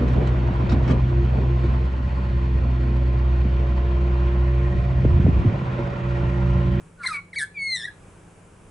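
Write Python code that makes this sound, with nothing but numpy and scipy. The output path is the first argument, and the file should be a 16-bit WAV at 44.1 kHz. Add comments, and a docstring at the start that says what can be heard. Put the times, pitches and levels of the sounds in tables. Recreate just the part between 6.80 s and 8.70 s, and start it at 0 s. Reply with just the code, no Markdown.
"""A garden with a low distant rumble, soft hiss and a far hum, kept up throughout as shaped noise and wavering sines.
Two magpies face each other: two short harsh squawks, then a clear falling note that breaks into a rasp.
Each call is one gliding tone with overtones; where it turns harsh, a flutter in the syrinx chops and shakes it.
Plain gliding tones sound beside the first squawk, one near 1400 Hz as its faint late echo, and the falling note.
Two near echoes and a faint decaying tail follow each call; the microphone signal is cut steeply at the top."""
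import sys
import numpy as np
from scipy import signal
from scipy.fft import rfft, irfft
from scipy.io import wavfile
from scipy.ndimage import uniform_filter1d

SR = 44100
rng = np.random.default_rng(int(sys.argv[2]) if len(sys.argv) > 2 else 0)


def wav_out(sig):
    """Save sig, one row per channel (or a flat mono array), as 16-bit PCM at SR to the path in sys.argv[1]."""
    wavfile.write(sys.argv[1], SR, np.round(np.clip(np.atleast_2d(sig).T, -1, 1) * 32767).astype(np.int16))


N = 83790
TIME = np.arange(N) / SR
CUTOFF_HZ = 11200   # no overtone is sounded above this
SMEAR_RATE_HZ = 150   # speed of the random phase slips


def from_db(db):
    """Decibels to gain."""
    return 10 ** (np.asarray(db) / 20)


def rms_one(x):
    """Scale to unit level."""
    return x / np.sqrt(np.mean(x ** 2) + 1e-20)


def at_hz(points, hz):
    """Read a spectrum on a log-frequency axis."""
    f, value = np.transpose(points)
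    return np.interp(np.log(np.maximum(hz, 1)), np.log(f), value)


def drift(rate_hz):
    """Smooth random motion of spread 1: white noise through two equal low-pass poles."""
    pole = np.exp(-2 * np.pi * rate_hz / SR)
    white = rng.standard_normal(N + SR)
    # The first second is dropped so that the filter has settled
    return rms_one(signal.lfilter([1], [1, -2 * pole, pole * pole], white)[SR:])


def noise(spectrum):
    """Noise of unit level with the given colour."""
    gain = from_db(at_hz(spectrum, np.fft.rfftfreq(N, 1 / SR)))
    return rms_one(irfft(rfft(rng.standard_normal(N)) * gain, N))


def pan(x, db):
    """Place a sound between left and right; db is left minus right."""
    return x * from_db(np.array([[db], [-db]]) / 2)


def running_phase(hz):
    """Phase in radians of a tone whose pitch moves."""
    return 2 * np.pi * np.cumsum(hz) / SR


def sounding(s):
    """One between the first and last time, with soft edges."""
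    return uniform_filter1d(1. * ((TIME > s[0]) & (TIME < s[-1])), size=128)


def far_hum():
    """Steady distant tones whose pitch wavers at random, each sliding evenly in level."""
    # Tones of the far hum: (pitch [Hz], level at the start [dB], level at the end [dB])
    hum_tones = [(96.5, -57, -57.5), (172.2, -53.5, -60.5)]
    waver_hz, waver_rate_hz = 3.29, 8.4
    hum = 0
    for hz, start_db, end_db in hum_tones:
        level = from_db(np.linspace(start_db, end_db, N))
        hum = hum + level * np.sin(running_phase(hz + waver_hz * drift(waver_rate_hz)))
    return np.sqrt(2) * hum


def background():
    """Distant rumble and soft hiss from slowly swelling noise, wider in the treble, with the far hum."""
    # Colour of the distant air noise: (frequency [Hz], relative level per Hz [dB])
    air_colour = [(15, -21), (28, -2), (66, -8), (96, -6), (180, -5), (245, -15), (400, -10.5), (650, -18),
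                  (1000, -19), (1600, -22.5), (1950, -29), (2350, -25), (4200, -39.5), (6000, -35.5),
                  (8300, -31.5), (11000, -35.5)]
    # How alike left and right are: (frequency [Hz], likeness [0-1])
    likeness = [(40, 0.97), (130, 0.99), (350, 0.81), (700, 0.48), (10000, 0.64)]
    air_db, swell_db, swell_rate_hz = -49, 2.57, 0.6
    hiss_start_db, hiss_rise_s = -1, 0.34   # the treble starts softer

    alike = np.clip(at_hz(likeness, np.fft.rfftfreq(N, 1 / SR)), 0, 1)
    mid = irfft(rfft(noise(air_colour)) * np.sqrt((1 + alike) / 2), N)
    side = irfft(rfft(noise(air_colour)) * np.sqrt((1 - alike) / 2), N)
    air = from_db(air_db + swell_db * drift(swell_rate_hz)) * np.array([mid + side, mid - side])
    rumble = signal.sosfiltfilt(signal.butter(2, 300, fs=SR, output="sos"), air)
    softening = np.clip(1 - (TIME / hiss_rise_s) ** 2, 0, 1)
    hiss = (air - rumble) * from_db(hiss_start_db * softening)
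    return rumble + hiss + far_hum()


def call(rows, flutter_hz, chop, swing, shake, hiss_db, tilt_db, hiss_tilt_db):
    """A syrinx tone with overtones; rasp chops it, shakes its pitch, smears the overtones and adds hiss."""
    # Throat and open bill, colouring upper overtones and hiss: (frequency [Hz], relative level [dB])
    throat = [(900, -29), (1400, 8), (2000, 11), (2850, -15), (4100, 11.5), (5200, -1.5), (6200, -0.5),
              (7100, -9), (8150, 10), (9100, 1.5), (10250, 6.5), (10700, -9)]
    flutter_wander, flutter_wander_hz = 0.0969, 38.8   # share of the flutter rate; speed
    shake_rate_hz = 360
    shimmer_db, shimmer_rate_hz = 4.5, 26   # each upper overtone swells and fades by itself
    smear_rad = 1.7
    first_pan_db, octave_pan_db, upper_pan_db = 0.5, 2.5, -2.3

    s, *columns = np.transpose(rows)
    hz, first_db, octave_db, upper_db, rasp = [np.interp(TIME, s, c) for c in columns]
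    rasp = np.clip(rasp, 0, 1)

    # The flutter chops the level and swings the pitch; the chopping keeps the mean power
    flutter = np.cos(running_phase(flutter_hz * (1 + flutter_wander * drift(flutter_wander_hz))))
    depth = np.clip(chop * rasp, 0, 1)
    gate = sounding(s) * (1 + depth * flutter) / np.sqrt(1 + depth ** 2 / 2)
    pitch_motion = rasp * (shake * drift(shake_rate_hz) - swing * flutter)
    phase = running_phase(hz * (1 + pitch_motion))

    # Third to tenth harmonics, summed to unit level
    weighted_sum, power = 0, 0
    for k in range(3, 11):
        colour_db = at_hz(throat, k * hz) + tilt_db * np.log2(k)
        weight = from_db(colour_db + shimmer_db * drift(shimmer_rate_hz)) * (k * hz < CUTOFF_HZ)
        slip = smear_rad * rasp * np.sqrt(k / 3) * drift(SMEAR_RATE_HZ)
        weighted_sum = weighted_sum + weight * np.sin(k * phase + slip)
        power = power + weight ** 2 / 2
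    overtones = weighted_sum / np.sqrt(power)

    hiss_level = rasp * from_db(hiss_db)
    hiss_colour = [(f, db + hiss_tilt_db * np.log2(f)) for f, db in throat]
    blend = (overtones + hiss_level * noise(hiss_colour)) / np.sqrt(1 + hiss_level ** 2)
    upper = from_db(upper_db) * blend
    first = np.sqrt(2) * from_db(first_db) * np.sin(phase)
    octave_slip = smear_rad / 2 * rasp * drift(SMEAR_RATE_HZ)
    octave = np.sqrt(2) * from_db(octave_db) * np.cos(2 * phase + octave_slip)
    return gate * (pan(first, first_pan_db) + pan(octave, octave_pan_db) + pan(upper, upper_pan_db))


def plain_tone(rows):
    """A plain gliding tone beside a call, slightly blurred by random phase slips."""
    smear_rad = 0.3
    s, hz, db = np.transpose(rows)
    phase = running_phase(np.interp(TIME, s, hz)) + smear_rad * drift(SMEAR_RATE_HZ)
    return np.sqrt(2) * sounding(s) * from_db(np.interp(TIME, s, db)) * np.sin(phase)


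def yard(x):
    """Two near echoes off hard surfaces and a faint scattered tail from fences and shrubs."""
    # Hard surfaces near the birds: (delay [s], level [dB], left minus right [dB])
    echoes = [(0.0116, -14.5, 7.5), (.029, -16.5, 0)]
    tail_db, t60_s, onset_s, treble_cut_hz = -16, 0.33, 0.0097, 16000
    near = 0
    for delay, db, pan_db in echoes:
        near = near + from_db(db) * pan(np.interp(TIME - delay, TIME, x), pan_db)

    t = TIME[:SR]
    envelope = from_db(-60 * t / t60_s) * (1 - np.exp(-t / onset_s))
    scatter = rms_one(rng.standard_normal((2, SR)) * envelope) / np.sqrt(SR)
    scatter = signal.lfilter(*signal.butter(1, treble_cut_hz, fs=SR), scatter)
    return near + from_db(tail_db) * signal.fftconvolve(x[None], scatter, axes=1)[:, :N]


def scene():
    """The three calls and the plain tones beside them, the yard's answer, and the background."""
    # Calls: (time [s], pitch [Hz], fundamental [dB], octave [dB], upper overtones and hiss [dB], rasp [0-1])
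    first_squawk = [(.174, 1517, -63.5, -85, -76, 0.53), (.219, 1399, -33.5, -71, -57.5, 1),
                    (.232, 1368, -49, -58, -46, 1), (0.236, 1279, -42, -64, -42, 0.89),
                    (.253, 1422, -39, -62, -38.5, 0.7), (.261, 2030, -27.5, -32.5, -43.5, 0.1),
                    (0.265, 2125, -23.5, -29.5, -43, 0.28), (.274, 2019, -25.5, -24, -31, 0),
                    (.282, 1572, -37.5, -71, -39, 1), (0.291, 1408, -30, -57, -35.5, 0.4),
                    (.301, 1294, -36.5, -58, -40.5, 0.33), (.321, 1258, -25.5, -67, -46.5, 0.05),
                    (.334, 1208, -42.5, -70, -39.5, 0.74), (0.365, 1141, -44.5, -37, -46.5, 0.52),
                    (0.401, 1096, -49, -43.5, -72, 0.34)]
    second_squawk = [(.53, 2270, -47, -73, -77, 0.18), (.533, 2130, -34, -52, -60.5, 0.39),
                     (.552, 1498, -51.5, -55.5, -51.5, 0.73), (.563, 2276, -30, -39, -50.5, 0.16),
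                     (.579, 2217, -25.5, -43.5, -50.5, 0.13), (0.587, 2061, -28.5, -30.5, -38, 0.87),
                     (0.599, 1837, -31, -39.5, -39, 0.64), (0.616, 1691, -27, -46, -36, 0.99),
                     (0.633, 1714, -24.5, -56.5, -40, 1), (0.65, 1700, -39, -55.5, -61, 1),
                     (.69, 1720, -66, -74.5, -91, 0.44)]
    falling_note = [(0.743, 2440, -52.5, -73, -89, 0.16), (0.777, 2293, -30, -67, -71, 0),
                    (.792, 2223, -32.5, -46.5, -67, 0.11), (.827, 2192, -25.5, -43, -48, .02),
                    (.874, 2161, -29.5, -36, -50.5, 0.11), (.936, 2047, -30.5, -24.5, -46.5, 0),
                    (0.955, 2001, -27.5, -32, -34, .04), (0.965, 1936, -32.5, -31, -40, 0.65),
                    (0.987, 1832, -40.5, -39.5, -45.5, 0.62), (1.028, 1739, -38, -39, -45, 0.51),
                    (1.059, 1954, -28.5, -40, -52, 0.61), (1.071, 1893, -50, -63, -62, 0.32),
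                    (1.077, 1670, -36, -53, -56, 0.43), (1.088, 1680, -32.5, -56, -60, 0.21),
                    (1.106, 1707, -46.5, -89, -78, 0.29)]
    # Voice of each call: (flutter [Hz], chop depth [0-1], pitch swing [share], random pitch shake [share],
    # hiss relative to overtones at full rasp [dB], overtone tilt [dB/octave], hiss tilt [dB/octave])
    voices = [(265, 0.43, 0.0081, .02, 13, 1, -4.5), (153.1, 0.5, 0.035, 0.0062, 0, -1.5, 6.5),
              (105.3, 0.78, 0.037, .01, -10, -13, 13)]
    # Plain gliding tones beside the calls; the one near 1400 Hz is a faint late echo of the first squawk.
    # Each is a list of (time [s], pitch [Hz], level [dB])
    plain_tones = [
        [(.231, 2400, -52), (.237, 2300, -33), (.244, 2127, -29), (.251, 2110, -29), (.257, 2150, -46)],
        [(.24, 1070, -43), (.256, 1040, -35), (.264, 1030, -50)],
        [(.303, 2600, -55), (.342, 2333, -30), (.362, 2250, -27), (.402, 2225, -54)],
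        [(.325, 1500, -53), (.36, 1410, -46), (.412, 1394, -52)],
        [(.757, 3750, -70), (.77, 3450, -61), (.808, 3050, -69)],
    ]

    calls = (first_squawk, second_squawk, falling_note)
    birds = sum(call(rows, *voice) for rows, voice in zip(calls, voices))
    birds = birds + sum(plain_tone(rows) for rows in plain_tones)
    return birds + yard(birds.mean(axis=0)) + background()


def record(dry):
    """The microphone signal, its top cut steeply by an elliptic low-pass."""
    top_cut = signal.ellip(12, .1, 80, CUTOFF_HZ - 100, fs=SR, output="sos")
    return signal.sosfilt(top_cut, dry)


dry = scene()
out = record(dry)
wav_out(out)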